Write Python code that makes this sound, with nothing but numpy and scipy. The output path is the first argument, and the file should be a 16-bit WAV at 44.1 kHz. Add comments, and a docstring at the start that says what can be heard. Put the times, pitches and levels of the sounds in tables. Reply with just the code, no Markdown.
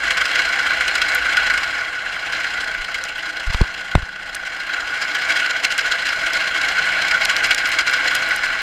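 """A gouge scrapes a spindle turning on a wood lathe, heard from inside a small camera housing close by. From
the start the motor rumbles as filtered noise with faint tones, and wood fibres tear in dense clicks that swell
once and twice a turn and ring the housing and the lathe bed; the edge catches on hard spots, which ring the
housing. From 1.1 s chips tick on the housing as short noise bursts. After a faint push at 2.8 s, a finger bumps
the housing near 3.5 s and 4.0 s: pulses of squeezed air, with clacks of noise through the plastic."""
import sys
import numpy as np
from scipy import signal
from scipy.fft import rfft, irfft
from scipy.io import wavfile
from scipy.ndimage import uniform_filter1d

SR = 44100
rng = np.random.default_rng(int(sys.argv[2]) if len(sys.argv) > 2 else 0)


def pcm_store(signal):
    """Save signal as 16-bit PCM."""
    levels = np.round(np.clip(np.atleast_2d(signal), -1, 1) * 32767)
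    wavfile.write(sys.argv[1], SR, levels.astype(np.int16).T)


N = 380120
T = np.arange(N) / SR  # time of every sample, s


def undb(db):
    """Turn decibels into a plain multiplier."""
    return 10 ** (np.asarray(db) / 20)


def unit(x):
    """Scale a signal to an average (RMS) strength of 1."""
    return x / np.sqrt(np.mean(x ** 2))


def curves(rows):
    """Join the rows of a table with straight lines over time, one curve per column."""
    s, *columns = np.transpose(rows)
    return [np.interp(T, s, column) for column in columns]


def causal(x, gain, size=8192):
    """Filter so each frequency is scaled by gain(Hz), with no sound before its cause (minimum phase)."""
    hz = np.fft.rfftfreq(size, 1 / SR) + 1
    cepstrum = irfft(np.log(gain(hz) + 1e-6))
    # folding the second half onto the first removes everything that would sound early
    cepstrum[1:size // 2] *= 2
    cepstrum[size // 2 + 1:] = 0
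    response = irfft(np.exp(rfft(cepstrum)))[:size // 2]
    return signal.fftconvolve(x, response)[:len(x)]


def ring(x, hz, width, steep):
    """One resonance: a peak at hz whose sides fall faster when steep is larger."""
    return causal(x, lambda f: (1 + (2 * (f - hz) / width) ** 2) ** (-steep / 2), size=2048)


def walk(rate):
    """A random control of spread 1 that glides to a new value about rate times a second."""
    hold = int(SR / rate)
    steps = np.repeat(rng.standard_normal(N // hold + 1), hold)[:N]
    return unit(uniform_filter1d(steps, hold))


def bursts(rows, rise_s):
    """Envelope of bursts (t/s, level/dB, t60/s): a short rise, then a fade of 60 dB per t60."""
    out = np.zeros(N)
    for s, db, t60 in rows:
        i = int(s * SR)
        t = T[:min(SR // 16, N - i)]
        fade = undb(db - 60 * t / max(t60, .002))
        out[i:i + len(t)] += fade * (1 - np.exp(-t / rise_s)) ** 2
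    return out


def crackle(rows, below, above):
    """Noise bursts (t/s, peak level/dB, t60/s, f/Hz), each in a band from f / below to f * above."""
    out = np.zeros(N)
    t = T[:SR // 20]
    for s, db, t60, hz in rows:
        noise = rng.standard_normal(len(t))
        band = signal.butter(2, [hz / below, min(hz * above, .4 * SR)], "band", fs=SR, output="sos")
        tick = signal.sosfilt(band, noise * undb(-60 * t / t60))
        i = int(s * SR)
        out[i:i + len(t)] += undb(db) * tick / np.abs(tick).max()
    return out


# motor and low band over time: (t/s, rumble level/dB, low humming band level/dB)
MOTOR_LEVELS = [(0, -53, -50.5), (1.5, -49, -45.5), (2.1, -53, -58), (2.8, -48, -53), (3.3, -51.5, -65),
                (5.9, -52, -63), (7.1, -46, -61), (7.7, -47.5, -71), (8.62, -47.5, -60)]
# colour of the rumble: (f/Hz, relative level/dB)
RUMBLE_COLOUR = [(12, -53), (20, 8.5), (60, -1), (160, -6), (242, -10), (319, -7.5), (400, -20.5),
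                 (520, -32), (880, -120)]
# steady motor tones: (f/Hz, middle level/dB)
MOTOR_TONES = [(183, -58.5), (312, -65.5)]
BOOM_HZ, BOOM_WIDTH_HZ = 54, 24


def motor():
    """Coloured noise makes a wavering rumble, a narrow noise band a low hum near 54 Hz, sines the faint tones."""
    rumble_db, boom_db = curves(MOTOR_LEVELS)
    hz, db = np.transpose(RUMBLE_COLOUR)
    rumble = causal(rng.standard_normal(N), lambda f: undb(np.interp(np.log(f), np.log(hz), db)))
    rumble = unit(rumble) * undb(rumble_db + 1.0 * walk(6.5))
    boom = causal(rng.standard_normal(N), lambda f: 1 / (1 + (2 * (f - BOOM_HZ) / BOOM_WIDTH_HZ) ** 2))
    boom = unit(boom) * undb(boom_db)
    tones = sum(undb(d + 3.4 * walk(3.1)) * np.sin(2 * np.pi * f * T) for f, d in MOTOR_TONES)
    return rumble + boom + tones


# the cut over time: (t/s, drive level/dB, relative treble level of the tearing/dB)
CUT = [(0.0, -22.5, -3), (0.36, -20, -1), (0.79, -21, -7), (1.46, -20, -4.5), (1.8, -25, -2),
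       (1.99, -26.5, -10), (2.42, -23, -2), (3.0, -28.5, -1.5), (3.65, -27, -1), (4.1, -32.5, -5),
       (5.3, -21, -0.5), (5.64, -23.5, 2), (7.03, -20, -0.5), (8.62, -21.5, 0.5)]


def gouge():
    """Fibres tear as the edge follows the wood, with catches on top; the tearing rings the housing and the bed,
    the catches only the housing."""
    cut_db, treble_db = curves(CUT)
    swell, grain = wood_swell()
    chatter = 1.53 * walk(45) + 1.53 * walk(110)
    dull_catches, fine_catches = catches(cut_db, grain)
    dull = undb(cut_db + 0.23 * swell + 0.54 * chatter) + dull_catches
    # small splinters break off at random
    splinter_db = 1.38 * np.clip(walk(150), 0, 2.6) ** 2 + 2.9 * walk(70)
    # fine dust hisses harder where the edge bites deeper
    dust_db = np.minimum(2.0 * swell, 7.5) + 1.07 * chatter
    fine = undb(cut_db + treble_db + dust_db + splinter_db - 3.5) + fine_catches
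    return housing(dull, fine, cut_db) + bed(cut_db, swell, chatter)


# out-of-round wood over time: (t/s, lead/turns, swell once a turn, swell twice a turn);
# the swells are relative sizes, scaled to dB separately for each part of the sound
ROUNDNESS = [(0.0, -0.066, 4, 4), (1.5, -0.036, -0.5, 2), (2.4, 0.11, 3, 3), (3.3, 0.35, 1, 4.5),
             (4.2, 0.49, 4, 5), (4.85, 0.77, 2, 1.5), (5.4, 0.85, 5, 2.5), (6.4, 0.85, 2, 2.5),
             (6.85, 0.88, 0, 2), (7.15, 1.29, 4, 3), (7.56, 1.09, 7, -0.5), (7.95, 1, 2, 2),
             (8.62, 0.63, 0.5, 1)]
SPINDLE_HZ = 14.3  # turns per second before the changing lead is added
HIGH_SIDE_TURNS = 0.34  # the high side of the wood leads the end grain


def wood_swell():
    """The high side meets the edge once a turn and the end grain twice; give the swell and grain angle."""
    lead, once, twice = curves(ROUNDNESS)
    turn = 2 * np.pi * (SPINDLE_HZ * T + lead)
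    grain = 2 * turn
    high_side = once * np.cos(turn + 2 * np.pi * HIGH_SIDE_TURNS)
    # end grain: a quick bite, a slower release
    end_grain = twice * (np.cos(grain) + 0.6 * np.cos(2 * grain + 0.76))
    return high_side + end_grain, grain


# the edge digs in: (t/s, drive level/dB, treble level above that/dB)
CATCHES = [(0.078, -24, 19.5), (0.104, -13, 15), (0.1446, -28, 2), (0.1685, -13, 9), (0.2114, -10, 6),
           (0.2528, -18.5, 18.5), (0.2872, -25, 2), (0.354, -15, 13), (0.389, -11.5, 5), (0.5245, -12, 0),
           (0.5871, -17, 0), (0.6644, -19, -6), (0.7034, -14, 5), (0.8061, -10, 2), (0.878, -21, 23.5),
           (0.9517, -16.5, 20), (1.0154, -15, 20.5), (1.0824, -22, 15), (1.367, -11, 16), (1.497, -7, 0),
           (1.574, -13, 10), (1.63, -15.5, 9), (2.321, -23, 18), (2.4404, -15, -4), (2.942, -17, 16),
           (3.009, -27, 12), (3.0894, -33, 10), (3.2246, -24, -12), (3.3543, -31, -9), (3.911, -22, 4),
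           (4.4494, -19, 2), (4.5186, -20, -3), (4.6897, -15, -3), (5.02, -18, -1), (5.3971, -12, 2),
           (5.4575, -27, -12), (5.7793, -23, 17), (6.683, -19, 11), (6.7484, -23, 9), (7.1084, -18, 13),
           (7.2944, -9.5, 12), (7.441, -20, 20), (7.5064, -13.5, 18), (7.5772, -22, 20),
           (7.6536, -20.5, 19), (7.7154, -24, 24), (7.785, -11, 17.5), (7.8654, -26, 12),
           (7.935, -14.5, 12), (8.1065, -15, 0), (8.3045, -16, 6), (8.4316, -12.5, -1), (8.4995, -31, 4)]
CATCH_T60_S, CATCH_TREBLE_T60_S = 0.045, 0.033
SNAG_TREBLE_DB, SNAG_T60_S = 4, 0.02


def catches(cut_db, grain):
    """Hard spots and small snags jolt the edge; give the dull and treble bursts they add."""
    small = snags(cut_db, grain)
    digs = [(s, db, CATCH_T60_S) for s, db, _ in CATCHES]
    digs += [(s, db, SNAG_T60_S) for s, db in small]
    bright = [(s, db + treble, CATCH_TREBLE_T60_S) for s, db, treble in CATCHES]
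    bright += [(s, db + SNAG_TREBLE_DB, CATCH_TREBLE_T60_S) for s, db in small]
    return bursts(digs, rise_s=0.0022), bursts(bright, rise_s=0.0018)


SNAG_DB, SNAG_SCATTER_DB, SNAG_JITTER_S = -10.5, 4.5, 0.007


def snags(cut_db, grain):
    """Small catches (t/s, level/dB) near end-grain passes follow the cut level, a few much stronger."""
    i = np.flatnonzero(np.diff(np.floor(grain / (2 * np.pi) + 0.15)) > 0)
    late, size = rng.random((len(i), 2)).T
    level_db = cut_db[i] + SNAG_DB - SNAG_SCATTER_DB * np.log(size + .12)
    return np.c_[T[i] + SNAG_JITTER_S * late, level_db][:-1]


def tearing(scatter_db):
    """Sizes of dense clicks, unequal, none above the size of a whole fibre."""
    return unit(undb(scatter_db * np.minimum(rng.exponential(size=N), 5)))


# resonances of the housing: (f/Hz, width/Hz, relative level/dB)
HOUSING = [(1096, 125, -13), (1474.3, 90.6, 3), (1597, 213, -2.5), (2001, 217, -6), (2207, 205, -5.5),
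           (2785, 490, -11.5), (3252, 285, -14.5), (4110, 375, -16), (4963, 494, -20.5), (6000, 1030, -30),
           (7015, 390, -28.5), (7640, 2360, -35), (10600, 1700, -49), (12900, 1800, -48)]
# a light cut hardly rings the steel: near STEEL_HZ each dB below the full cut costs up to STEEL_SLOPE dB more
STEEL_HZ, STEEL_WIDTH_HZ, STEEL_SLOPE, FULL_CUT_DB = 2250, 140, 0.44, -22.5


def housing(dull, fine, cut_db):
    """Tearing clicks ring each resonance; the fine part counts mainly above 3500 Hz."""
    clicks = tearing(2.57)
    out = 0
    for hz, width, db in HOUSING:
        # every click lands elsewhere, so each resonance gets its own share and now and then pings alone
        ping_db = 0.92 * np.clip(walk(70), 0, 2.5) ** 2
        nearness = np.exp(-((hz - STEEL_HZ) / STEEL_WIDTH_HZ) ** 2)
        steel_db = STEEL_SLOPE * (cut_db - FULL_CUT_DB) * nearness
        share = undb(db + 16.5 + steel_db + 1.27 * walk(40) + ping_db) * rng.standard_normal(N)
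        drive = np.hypot(dull, fine / np.hypot(1, (3500 / hz) ** 2))
        out = out + ring(clicks * share * drive, hz, width, steep=1.487)
    return out


# resonances of the lathe bed: (f/Hz, width/Hz, relative level/dB)
BED = [(312.4, 53, -9), (469, 23, -8.5), (513.6, 28, -4), (664, 32, 0), (712, 166, -5), (825.5, 49, -1.5)]
BED_SLOPE = 0.77  # dB per dB of cut: the bed keeps shaking when the cut eases


def bed(cut_db, swell, chatter):
    """The cut shakes the heavy bed, whose resonances shape random noise into a low ringing."""
    out = 0
    for hz, width, db in BED:
        shake_db = db + 0.5 + BED_SLOPE * cut_db + 0.15 * swell + 0.51 * chatter + 1.64 * walk(20)
        out = out + ring(undb(shake_db) * rng.standard_normal(N), hz, width, steep=1.2)
    return out


# chips tick on the housing: (t/s, peak level/dB, centre f/Hz)
CHIPS = [(1.149, -10, 8050), (3.039, -13, 4300), (3.046, -37, 6900), (3.183, -30, 11000),
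         (4.347, -13, 2930), (4.3512, -14, 6900), (5.78, -9, 5000), (6.334, -9.5, 4500), (7.2514, -7, 5970),
         (7.2557, -1.5, 2980), (7.366, -4.5, 3760), (7.47, -21, 9000), (7.547, -7, 4340),
         (7.674, -20, 8000), (7.69, -24, 8000), (7.912, -24, 10000), (8.152, -10.5, 5800),
         (8.289, -22, 8000), (8.362, -16, 6850)]


def chips():
    """Each chip striking the housing is a few milliseconds of crackling noise around its own pitch."""
    return crackle([(s, db, .007, hz) for s, db, hz in CHIPS], below=1.8, above=1.7)


# finger pushes: (t/s, push level/dB, direction +1 or -1, rise/ms, release/ms, rebound share, settling/ms)
BUMPS = [(2.80, -29, 1, 6, 4, .8, 8), (3.478, -14, -1, 4, 3, .9, 9), (3.502, -16, 1, 2, 1.5, .3, 6),
         (3.549, -9, -1, 1.2, 4, .2, 8), (3.611, -14, 1, 9, 2, 0, 1), (3.6152, -5, 1, 1.6, 1.2, 1.4, 4.2),
         (3.637, -20, 1, 4, 2, .2, 5), (3.9537, 0, 1, .4, .9, 0, 1), (3.9562, -2, -1, 3.2, 1.9, .9, 2.3),
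         (3.9785, -13, -1, .5, 3.5, .1, 6), (3.997, -21, -1, 3, 2, .2, 5), (4.027, -26, 1, 4, 2, 2, 3.5)]
# the plastic clacks under the finger: (t/s, peak level/dB, t60/s, centre f/Hz)
CLACKS = [(3.526, -17, 0.018, 1800), (3.545, -9.5, 0.03, 2020), (3.609, -11.5, 0.062, 520),
          (3.614, -11.5, 0.02, 2770), (3.9525, 0.5, 0.017, 1520), (3.9775, -23, 0.017, 600),
          (4.022, -21, .05, 2200)]


def bumps():
    """The housing wall squeezes the air inside and springs back; dull clacks run through the plastic."""
    out = np.zeros(N)
    ms = (np.arange(SR // 10) / SR - .04) * 1000  # time around the push, from 40 ms before it
    for s, db, way, rise, release, rebound, settle in BUMPS:
        push = np.exp(-.5 * (ms / np.where(ms < 0, rise, release)) ** 2)
        late = ms - 2.6 * release  # the rebound peaks after the push
        back = np.exp(-.5 * (late / np.where(late < 0, release, settle)) ** 2)
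        i = int((s - .04) * SR)
        out[i:i + len(ms)] += way * undb(db) * (push - rebound * back)
    return out + crackle(CLACKS, below=3.1, above=1.53)


def scene():
    """Add all the sources into one channel."""
    return (motor() + gouge() + chips() + bumps())[None]


TOP_HZ = 15100


def record(dry):
    """The recorder rounds the loudest peaks and cuts the top."""
    soft = 1.5 * np.tanh(dry / 1.5)
    return signal.sosfilt(signal.ellip(8, .2, 70, TOP_HZ, fs=SR, output="sos"), soft)


dry = scene()
out = record(dry)
pcm_store(out)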